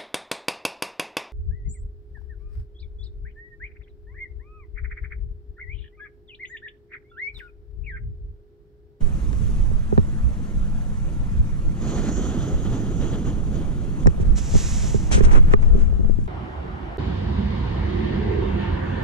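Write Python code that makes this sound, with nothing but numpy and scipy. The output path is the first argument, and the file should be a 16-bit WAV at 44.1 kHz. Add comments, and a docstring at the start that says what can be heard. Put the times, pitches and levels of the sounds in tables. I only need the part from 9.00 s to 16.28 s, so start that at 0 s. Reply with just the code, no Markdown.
"""A small gas stove burns outdoors: noise through burner resonances, over a low roar, is turned up and dies back.
Wind buffets and surges, as slow noise, at the two microphone ports of a nearby housing.
The housing is knocked and shudders (ringing modes), is rubbed (scrape and hiss) and cloth swishes past (noise).
Behind lie a far wash, a thin hiss, a low hum and a faint high tone."""
import sys
import numpy as np
from scipy import signal
from scipy.io import wavfile
from scipy.ndimage import uniform_filter1d

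SR = 44100
rng = np.random.default_rng(int(sys.argv[2]) if len(sys.argv) > 2 else 0)


def put_to_file(sound):
    """Save the sound as 16-bit audio at rate SR, in the file named by the first command-line argument."""
    columns = np.atleast_2d(sound).T  # one column per channel
    safe = np.clip(columns, -1, 1)
    whole_steps = np.round(safe * 32767)
    wavfile.write(sys.argv[1], SR, whole_steps.astype(np.int16))


N = 320915

# housing modes: (frequency [Hz], t60 [s], left [dB], right [dB], right lags by [rad])
HOUSING_MODES = [(88.6, 0.11, -1.5, 0.5, 2.61), (146, 0.068, -10, -8.5, 0.92), (205.8, 0.051, 0, 2, 2.46),
                 (411.4, 0.044, -9.5, -1, 1.86), (468, 0.034, -5, -6, 2.19), (606, 0.03, -13.5, -17, 2.4),
                 (840, 0.026, -5.5, -9.5, 2.7), (1264, 0.044, -17, -18.5, 5.5)]


def amp(db):
    """Amplitude factor of a level in dB."""
    return 10 ** (np.asarray(db) / 20)


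def read(points, hz):
    """Columns of a spectrum table, interpolated over log frequency."""
    f, *columns = np.transpose(points)
    return [np.interp(np.log(hz + 1), np.log(f + 1), c)[:, None] for c in columns]


def curve(rows):
    """Columns of a control table at every sample, and a gate with 1.2 ms ramps over its span."""
    s, *columns = np.transpose(rows)
    t = np.arange(N) / SR
    gate = np.clip(np.minimum(t - s[0], s[-1] - t) / 0.0012, 0, 1)
    return gate, [np.interp(t, s, c) for c in columns]


def away(peak_s, rise_s, fall_s):
    """Distance of every sample from a peak, in rise times before it and fall times after, 12 at most."""
    t = np.arange(N) / SR - peak_s
    distance = np.where(t < 0, -t / max(rise_s, 0.002), t / max(fall_s, 0.002))
    return np.minimum(distance, 12)


def pan(db):
    """Left and right gains, as a column, for a left-minus-right difference in dB."""
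    return amp(np.array([[0.5], [-0.5]]) * db)


def noise(colour, ports, band_hz, patchy_db, flicker_db, size=512):
    """Two-port noise with drifting patches and shared flicker; the band of its port mean has rms 1."""
    hop = size // 4
    frames = N // hop + 5
    hz = np.fft.rfftfreq(size, 1 / SR)
    a, b, c, d, patches = rng.standard_normal((frames, len(hz), 5), dtype=np.float32).T
    patches = uniform_filter1d(uniform_filter1d(patches, size=7, axis=0), size=9, axis=1)
    flicker = uniform_filter1d(rng.standard_normal(frames), size=4)

    likeness, lead_rad, pan_db = read(ports, hz)
    likeness = np.clip(likeness, 0, 1)
    left = a + 1j * b
    right = likeness * left * np.exp(-1j * lead_rad) + np.sqrt(1 - likeness ** 2) * (c + 1j * d)
    z = np.array([left * amp(pan_db / 2), right * amp(-pan_db / 2)])
    wander_db = patchy_db * patches / patches.std() + flicker_db * flicker / flicker.std()
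    z *= amp(read(colour, hz)[0] + wander_db)

    inside = (hz >= band_hz[0]) & (hz <= band_hz[1])
    centre = signal.istft(z.mean(0) * inside[:, None], nperseg=size, noverlap=size - hop)[1]
    return signal.istft(z, nperseg=size, noverlap=size - hop)[1][:, :N] / centre.std()


def tone(hz, width_hz, db):
    """A narrow wavering tone: a carrier under slow, amplitude-limited complex noise."""
    white = rng.standard_normal(N) + 1j * rng.standard_normal(N)
    slow = signal.lfilter([1], [1, -np.exp(-np.pi * width_hz / SR)], white)
    limited = slow / (abs(slow) + abs(slow).mean())
    wavering = (limited * np.exp(2j * np.pi * hz * np.arange(N) / SR)).real
    return amp(db) * wavering / wavering.std()


def resonances(modes):
    """A spectrum table made of steep-sided broad peaks."""
    hz = np.geomspace(300, 15000, num=200)
    power = sum(amp(2 * db) / (1 + (2 * (hz - f) / width_hz) ** 2) ** 3 for f, width_hz, db in modes)
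    return np.c_[hz, 10 * np.log10(power)]


def ringing(modes, t):
    """Impulse response of each mode at the two ports, swelling within the first cycle."""
    responses = []
    for hz, t60_s, left_db, right_db, lag_rad in modes:
        decay = amp([[left_db], [right_db]] - 60 * t / t60_s)
        swell = 1 - np.exp(-3 * hz * t)
        responses.append(decay * swell * np.sin(2 * np.pi * hz * t - [[0], [lag_rad]]))
    return np.array(responses)


def air():
    """Open-air background: a smooth far wash, a thin hiss, a low hum and one faint high tone."""
    # levels, low flame included: (time [s], wash [dB], hiss [dB])
    levels = [(0, -59.5, -60), (.5, -59, -56.5), (.75, -60, -61), (5.06, -59, -61.5), (6.1, -56, -58.5),
              (6.5, -57, -62.5), (6.545, -63, -72), (6.62, -59, -62.5), (6.85, -61, -67.5), (7, -65, -68.5),
              (7.28, -64.5, -66)]
    # spectra: (frequency [Hz], relative density [dB per Hz])
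    wash_colour = [(65, -50), (110, -1), (157, -1.5), (200, -6), (235, -13.5), (311, -12.5), (369, -20.5),
                   (520, -21.5), (598, -23), (1200, -27.5), (1450, -30), (4500, -47), (5850, -78),
                   (9900, -120)]
    hiss_colour = [(2500, -3.5), (4000, -8), (5000, -6.5), (6300, 0.5), (7800, -3), (10000, -3.5),
                   (11500, -8.5), (13000, -5), (14800, -41)]
    # (frequency [Hz], left-right likeness [0-1], left leads by [rad], left minus right [dB])
    ports = [(104, 0.98, -0.1, 2.5), (195, 1, 0, -0.5), (385, 0.56, 0, -3), (630, 0.94, 1.5, -2),
             (1150, 1, 1.83, 2), (2180, 0.7, 1.68, 1.5), (3780, 0.71, 0.5, 0), (7000, 0.15, 1.5, -1.5),
             (12400, 0.37, 2, -1)]
    # distant tone: (frequency [Hz], width before limiting [Hz], peak level relative to wash [dB])
    drone_setting = (1368, 4.4, -5)
    # steady distant hum: (frequency [Hz], width before limiting [Hz], mid level [dB])
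    hum_setting = (211, 2.6, -43)

    _, (wash_db, hiss_db) = curve(levels)
    swell = amp(-6.9 * away(peak_s=1.85, rise_s=1.2, fall_s=1.8) ** 2)
    drone = swell * tone(*drone_setting)
    wash = noise(wash_colour, ports, (1500, 4500), patchy_db=1.98, flicker_db=0.08, size=1024)
    hiss = noise(hiss_colour, ports, (4500, 9000), patchy_db=1.5, flicker_db=0.6)
    hum = pan(-3) * tone(*hum_setting)
    return amp(wash_db) * (wash + drone) + amp(hiss_db) * hiss + hum


def wind():
    """Eddies push the ports unevenly and partly against each other; slow pressure surges lie below."""
    # spectra: (frequency [Hz], relative density [dB per Hz])
    buffet_colour = [(10, -32), (20, -0.5), (30, 0.5), (48, 5.5), (75, -5), (115, -8), (170, -34),
                     (300, -80)]
    surge_colour = [(2, -1), (7, -0.5), (15, 28), (24, 16.5), (40, -74)]
    # wind between gusts, and surges: (time [s], level [dB], left minus right [dB])
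    breeze_levels = [(0, -25.5, -4.5), (.6, -26, -9), (1.1, -33, -3.5), (2.7, -31.5, -6), (5, -31, -5),
                     (6, -29, -5), (6.4, -24, 8), (7.28, -28.5, 6.5)]
    surge_levels = [(0, -28, -32), (.3, -50, 16), (.67, -27, -5.5), (1, -34.5, 4), (2.78, -28.5, 3),
                    (3.18, -55, -19), (4.7, -35, -11), (5.2, -51, -4), (6.06, -30.5, -2),
                    (6.26, -17, -16.5), (6.46, -15.5, 3), (7.28, -26, 9)]
    # gusts: (peak time [s], length [s], peak level [dB], left minus right [dB])
    gusts = [(0.16, 0.15, -22, -5.5), (0.466, 0.12, -21.5, -14), (1.267, 0.072, -19.5, -5.5),
             (1.6, 0.15, -24.5, -9), (2.207, 0.13, -30.5, 3), (2.404, 0.1, -20.5, -6.5),
             (2.68, 0.13, -23, -4), (3.406, 0.19, -27, -9), (3.55, 0.048, -21.5, -3),
             (3.717, 0.13, -23, -4), (4.5, 0.17, -26, -1), (5.077, 0.057, -19.5, -17),
             (5.229, .1, -20.5, -3), (5.31, 0.12, -17, -2.5), (5.564, 0.086, -17.5, -1),
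             (5.817, 0.71, -24.5, -3.5), (6.154, 0.057, -12.5, 2), (6.26, 0.063, -13, 7.5),
             (6.456, 0.09, -19, -2), (6.704, 0.21, -19, 6), (7.072, 0.17, -24, 6), (7.237, .15, -35, 0)]
    gust_drop_db, rise_share = 8.5, 0.62  # drop at a gust's ends; share of its length spent rising
    # (frequency [Hz], likeness [0-1], left leads by [rad], left minus right [dB])
    ports = [(20, 0.41, 4.35, 0.005), (200, 0.068, 2.74, 0.0039)]

    buffets = noise(buffet_colour, ports, (20, 110), patchy_db=0.86, flicker_db=0.5, size=2048)
    swing = np.sqrt(uniform_filter1d(buffets ** 2, size=2600, axis=1) + 0.034)
    buffets = buffets / swing ** 0.083  # slightly evens out single eddies
    surges = noise(surge_colour, ports, (4, 20), patchy_db=2.5, flicker_db=0.5, size=8192)

    _, (breeze_db, breeze_pan_db) = curve(breeze_levels)
    _, (surge_db, surge_pan_db) = curve(surge_levels)
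    strength = amp(breeze_db) * pan(breeze_pan_db)
    for peak_s, length_s, db, pan_db in gusts:
        distance = away(peak_s, length_s * rise_share, length_s * (1 - rise_share))
        strength = np.maximum(strength, pan(pan_db) * amp(db - gust_drop_db * distance))
    return buffets * strength + surges * amp(surge_db) * pan(surge_pan_db)


def cloth():
    """Cloth brushing past nearby: the soft fibrous swish of broadband noise."""
    # (time [s], level [dB])
    levels = [(5.35, -61), (5.362, -41.5), (5.385, -36.5), (5.416, -44), (5.5, -42), (5.582, -33),
              (5.62, -36), (5.876, -38.5), (6.002, -46.5), (6.1, -50.5)]
    # (frequency [Hz], relative density [dB per Hz])
    colour = [(410, -36), (700, -7), (1470, -10.5), (1870, -6.5), (4700, -9), (5800, 0.5), (7420, 1),
              (8300, -8), (13200, -18.5), (14000, -8), (14800, -47)]
    # (frequency [Hz], left-right likeness [0-1], left leads by [rad], left minus right [dB])
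    ports = [(690, 0.25, -1.5, -9), (2330, 0.67, 1.4, -6), (4280, 0.9, -0.5, -4), (6500, 0.8, -0.7, -2),
             (12100, 1, -2.16, 2)]

    gate, (level_db,) = curve(levels)
    colour = [(300, -63)] + colour
    swish = noise(colour, ports, (2000, 10000), patchy_db=0.5, flicker_db=0.3, size=256)
    return gate * amp(level_db) * swish


def rubs():
    """Friction travels through the housing as a dull scrape and through the air as hiss."""
    # strokes: (peak time [s], rise [s], fall [s], scrape [dB], airborne hiss relative to scrape [dB])
    strokes = [(5.22, 0.033, 0.022, -65.5, 10), (5.385, .015, 0.016, -52, -20),
               (6.127, 0.018, 0.067, -41.5, 10.5), (6.195, 0.047, .015, -48.5, -1),
               (6.25, 0.036, 0.022, -44, 2.5), (6.28, 0.034, .04, -48.5, -10),
               (6.32, 0.015, 0.04, -48.5, 2.5), (6.362, .06, 0.035, -39, -14), (6.38, 0.04, 0.013, -55, -1),
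               (6.535, 0.057, 0.0076, -44.5, -8), (6.634, 0.029, 0.02, -53, -7),
               (6.807, 0.084, 0.099, -59, 0)]
    # spectra: (frequency [Hz], relative density [dB per Hz])
    scrape_colour = [(100, -16.5), (200, 4), (400, -1.5), (700, -7), (1300, -10), (2300, -19), (3000, -30),
                     (4200, -45)]
    hiss_colour = [(1500, -4), (2800, -3.5), (4500, -11), (6200, -1.5), (8500, -7.5), (11000, -21.5),
                   (14000, -48)]
    # (frequency [Hz], left-right likeness [0-1], left leads by [rad], left minus right [dB])
    ports = [(200, 0.2, 4.5, 0.5), (412, 0.9, 2.64, 3.5), (900, 0.9, 3.03, -2.5), (1600, 0.76, 3.2, 2.5),
             (2600, 0.65, 2, 1.5), (3800, 0.5, .3, -2), (5400, 0.7, 2.3, -1.5), (9100, 0.4, 0.75, -0.5)]
    edge_drop_db, dulling = 13.5, 0.58  # drop one rise or fall time from the peak; extra share for the hiss

    scrape = noise(scrape_colour, ports, (800, 3000), patchy_db=1.0, flicker_db=2.5, size=256)
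    hiss = noise(hiss_colour, ports, (4500, 9000), patchy_db=0.5, flicker_db=1.0, size=256)
    out = np.zeros((2, N))
    for peak_s, rise_s, fall_s, db, hiss_db in strokes:
        drop_db = edge_drop_db * away(peak_s, rise_s, fall_s) ** 1.77
        out += amp(db - drop_db) * (scrape + amp(hiss_db - dulling * drop_db) * hiss)
    return out


def shudders():
    """Shudders of the mount keep the housing modes ringing, over a faint steady tremble."""
    # (peak time [s], level added to the still level [dB])
    peaks = [(.07, -36), (.5, -38), (5.25, -32), (5.6, -37.5), (5.9, -33), (6.77, -30.5), (7.05, -34)]
    rise_s, fall_s, edge_drop_db, still_db = 0.16, 0.12, 13, -55

    body = ringing(HOUSING_MODES, np.arange(SR // 6) / SR)
    shake = signal.lfilter([1], [1, -0.9], rng.standard_normal(N))
    tremble = signal.oaconvolve(shake[None], body.sum(0), axes=1)[:, :N]
    strength = amp(still_db)
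    for peak_s, db in peaks:
        strength = strength + amp(db - edge_drop_db * away(peak_s, rise_s, fall_s))
    return strength * tremble / tremble.std()


def knocks():
    """Blows jolt the ports in opposite directions, ring the housing and clack its hard parts."""
    # (time [s], jolt [dB], contact [ms], weight on housing modes under 250 Hz [dB],
    #  clack relative to jolt [dB], weight on clack modes at 2.2-3 kHz [dB], at 3-5 kHz [dB],
    #  over 5 kHz [dB], left minus right [dB])
    blows = [(.33, -42.5, 0.18, -16, 10.5, 3, 8, 4, -4), (0.715, -26, 0.37, 2, -40, 0, 0, 0, -3.5),
             (.926, -15, 0.32, -5.5, -37, 0, 0, 0, 1), (0.9785, -7, 0.28, 3, -16, 10, 9, -14, -1.5),
             (0.9866, -17, 0.8, 14, -40, 0, 0, 0, -3), (5.0596, -10, 0.34, 22, -30, -8, -8, -16, 4.5),
             (5.071, -9, 0.18, 2.5, -4, 1, 1, 6, 1.5), (5.0775, -10, 0.67, 16, -34, 6, 10, 0, -1),
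             (5.202, -18.5, 0.64, 10, -40, 0, 0, 0, -8), (5.541, -12, 0.52, 19, -32, 0, 0, 0, -2.5),
             (5.553, -10, 0.37, 4, -37, 0, 0, 0, 0), (5.836, -22, 0.5, 6, -40, 0, 0, 0, -1),
             (5.946, -10.5, 0.59, -7.5, -34, 0, 0, 0, -3.5), (6.115, -27, 0.31, 14, -4, 17, 0, -6, 22.5),
             (6.156, -24, 0.25, -3, -15, 0, -2, 0, 4), (6.18, -13.5, 0.53, -6, -27, 0, 0, 0, -3.5),
             (6.208, -11.5, 0.52, -8.5, -10.5, 4, -8, -14, -7), (6.27, -27, 0.42, -2, -30, 0, 0, -6, -4),
             (6.5373, -12.5, 0.22, -4.5, 2, -1, -4, -9, -1.5), (6.742, -18, 0.73, 6, -39, 0, 0, 0, -1),
             (6.754, -21, 0.89, -15, -44, 0, 0, 0, -18), (6.782, -17, 0.76, 1, -29, 0, 0, -6, 5.5),
             (6.928, -34, 0.43, -2, -27, 0, -6, -12, 21), (6.996, -13.5, 1, 0, -49, 0, 0, 0, 5),
             (7.007, -28.5, 0.62, -2, -24, 0, -6, -12, 12), (7.047, -20, 0.39, 10, -21, 0, -6, -12, -2),
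             (7.098, -16, 0.63, 1, -35, 0, -6, -12, 10.5), (7.189, -14.5, 0.92, -7, -36, 0, -6, -12, 6.5),
             (7.215, -46, 0.23, -13, -1, 0, 0, 0, -7)]
    # hard plastic parts striking: (frequency [Hz], t60 [s], left [dB], right [dB], right lags by [rad])
    latch_modes = [(1210, 0.015, -6.5, 7, 2.1), (1480, 0.0097, -4.5, -2.5, 1.5),
                   (1773, 0.013, 2.5, -1, 0.79), (1890, 0.0098, 0.5, -6, 2.2), (2390, 0.015, -4.5, -7, 2.3),
                   (2680, 0.0071, -5, -15, 2), (3180, 0.0056, -8, -20, 1.6), (3810, 0.0084, -12, -9, 0.67),
                   (4100, 0.016, -23, -23, 0.62), (5470, 0.0062, -8.5, -6, 1), (5870, 0.006, -20, -14, 1),
                   (6800, 0.0071, -15, -11, 2.4), (7400, 0.0086, -29, -7, 3.8),
                   (8100, 0.006, -15, -26, 1.2)]
    ring_db, damping_db_per_ms = 11.5, 14.5  # longer contact, weaker ring
    rattle_s, first_impact, crack_db = 0.003, 17, -30

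    t = np.arange(SR // 6) / SR
    body, latch = ringing(HOUSING_MODES, t), ringing(latch_modes, t)
    deep = np.array(HOUSING_MODES)[:, 0] < 250
    zone = np.digitize(np.array(latch_modes)[:, 0], [2200, 3000, 5000])
    latch[-1, :, :3] += amp(crack_db) * np.array([1, 0, -1])  # bare crack, weighted with the top zone

    out = np.zeros((2, N))
    for s, db, contact_ms, weight_db, clack_db, lower_db, middle_db, bright_db, pan_db in blows:
        contact_s = contact_ms / 1000
        lead_s = 4 * contact_s
        u = (t - lead_s) / contact_s
        u = np.where(u > 0, u / np.sqrt(1 + 0.29 * np.maximum(u, 0)), u)  # quick strike, slower release
        force = np.exp(-u ** 2 / 2)
        jolt = np.outer([1, -1], (1 - u ** 2) * force)  # the air in a port feels the acceleration

        weighted_body = np.tensordot(amp(weight_db * deep), body, axes=1)
        ring = signal.fftconvolve(force[None], weighted_body, axes=1)[:, :len(t)]
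        ring *= amp(ring_db - damping_db_per_ms * contact_ms) / abs(ring).max()

        chatter = rng.standard_normal(len(t)) * np.exp(-t / rattle_s)
        chatter[0] = first_impact
        zone_gain = amp([0, lower_db, middle_db, bright_db])[zone]
        weighted_latch = np.tensordot(zone_gain, latch, axes=1)
        clack = signal.fftconvolve(chatter[None], weighted_latch, axes=1)[:, :len(t)]
        clack = np.roll(clack, round(lead_s * SR * 0.923), axis=1)  # starts just before the jolt's peak
        clack *= amp(clack_db) / abs(clack).max()

        blow = amp(db) * pan(pan_db) * (jolt + ring + clack)
        part = out[:, round((s - lead_s) * SR):][:, :len(t)]
        part += blow[:, :part.shape[1]]
    return out


def flame():
    """Turbulent gas hisses through the burner's resonances over the low roar of burning."""
    # opened valve, fluttering in the wind as it dies back:
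    # (time [s], nozzle hiss [dB], rush under the cup [dB])
    levels = [(2.76, -63, -68), (2.808, -58, -62), (2.82, -48, -57), (2.85, -51, -54), (2.9, -45, -48.5),
              (2.93, -48, -51), (2.98, -45.5, -47.5), (3.03, -50, -53.5), (3.09, -43.5, -47.5),
              (3.11, -48, -51), (3.15, -46, -57.5), (3.17, -43, -49), (3.21, -48, -52.5),
              (3.23, -42.5, -50), (3.37, -54, -53), (3.42, -49.5, -50.5), (3.61, -56, -57.5),
              (3.65, -50, -57.5), (3.65, -52, -50), (3.69, -57, -56), (3.74, -49.5, -49), (3.79, -54, -57),
              (3.87, -57, -55.5), (3.98, -53.5, -58.5), (4.02, -49.5, -50), (4.11, -53, -54.5),
              (4.135, -53, -50), (4.145, -54, -48.5), (4.17, -56, -56.5), (4.24, -60, -60),
              (4.27, -50, -51), (4.33, -60, -59), (4.41, -66, -66), (4.48, -63, -64), (4.5, -70, -68),
              (4.56, -51, -54), (4.57, -58, -54.5), (4.69, -72, -64.5), (4.83, -65, -63),
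              (4.98, -66, -69.5), (5.0, -58, -62), (5.04, -59, -60)]
    # burner tube: (frequency [Hz], width 9 dB down [Hz], relative level [dB])
    jet_modes = [(5800, 920, -10), (6490, 1270, 2.5), (7250, 1000, -2.5), (8950, 1100, -15.5),
                 (11900, 770, -21)]
    # space under the cup: (frequency [Hz], width 9 dB down [Hz], flaring [dB], settled [dB])
    rush_modes = [(704, 410, 5, 5), (1250, 730, 1.5, 2.5), (1840, 840, -4.5, -5.5), (2470, 550, -7, -14),
                  (3210, 1200, -5, -2.5), (4190, 1100, -7.5, -11), (4960, 1000, -14, -13.5)]
    # (frequency [Hz], relative density [dB per Hz])
    roar_colour = [(50, -23), (90, 2), (150, 2.5), (250, -0.5), (400, -7), (600, -19), (900, -28.5),
                   (1500, -47)]
    # (frequency [Hz], left-right likeness [0-1], left leads by [rad], left minus right [dB])
    ports = [(100, 1, -0.5, 0), (398, 0.96, 0, -4), (925, 0.77, 0.5, -1), (2300, 0.85, 1, 1.5),
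             (4300, 0.87, 1.5, -1.5), (6000, 0.65, 0.18, -4), (6170, 1, 5.5, -10), (6740, 0.1, -1, -2),
             (11500, 0.3, -1, 0)]
    settled_s, settling_s = 3.2, 0.15  # middle and length of the crossfade
    full_flow_db, full_roar_db, roar_db_per_db = -49.5, -27.5, 0.69  # rush and roar at full flow; roar slope

    gate, (jet_db, rush_db) = curve(levels)
    jet = noise(resonances(jet_modes), ports, (5400, 7900), patchy_db=1.5, flicker_db=0.8)

    rush_modes = np.array(rush_modes)
    flaring_colour = resonances(rush_modes[:, [0, 1, 2]])
    settled_colour = resonances(rush_modes[:, [0, 1, 3]])
    flaring = noise(flaring_colour, ports, (2400, 4800), patchy_db=1.5, flicker_db=0.8)
    settled = noise(settled_colour, ports, (2400, 4800), patchy_db=1.5, flicker_db=0.8)
    share = np.clip(0.5 + (np.arange(N) / SR - settled_s) / settling_s, 0, 1)
    rush = np.sqrt(1 - share) * flaring + np.sqrt(share) * settled

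    roar = noise(roar_colour, ports, (130, 500), patchy_db=1.5, flicker_db=1.0, size=1024)
    roar_db = full_roar_db + roar_db_per_db * (rush_db - full_flow_db)
    return gate * (amp(jet_db) * jet + amp(rush_db) * rush + amp(roar_db) * roar)


def scene():
    """All sources at the two ports."""
    return air() + wind() + cloth() + rubs() + shudders() + knocks() + flame()


def record(dry):
    """Soft overload near full scale, short end fades, a falling treble, a band limit."""
    # overall treble response: (frequency [Hz], gain [dB])
    treble = [(0, 0.5), (11500, -5.5), (13000, -10), (14200, -22)]
    edge_hz = 14933

    held = dry / (1 + dry ** 4) ** 0.25
    held = held * signal.windows.tukey(N, 0.004)
    hz, db = np.transpose(treble + [(SR / 2, -20)])
    colour = signal.firwin2(255, hz, amp(db), fs=SR)
    edge = signal.firwin(1023, edge_hz, window=("kaiser", 12), fs=SR)
    return signal.oaconvolve(held, np.convolve(colour, edge)[None], "same")


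dry = scene()
out = record(dry)
put_to_file(out)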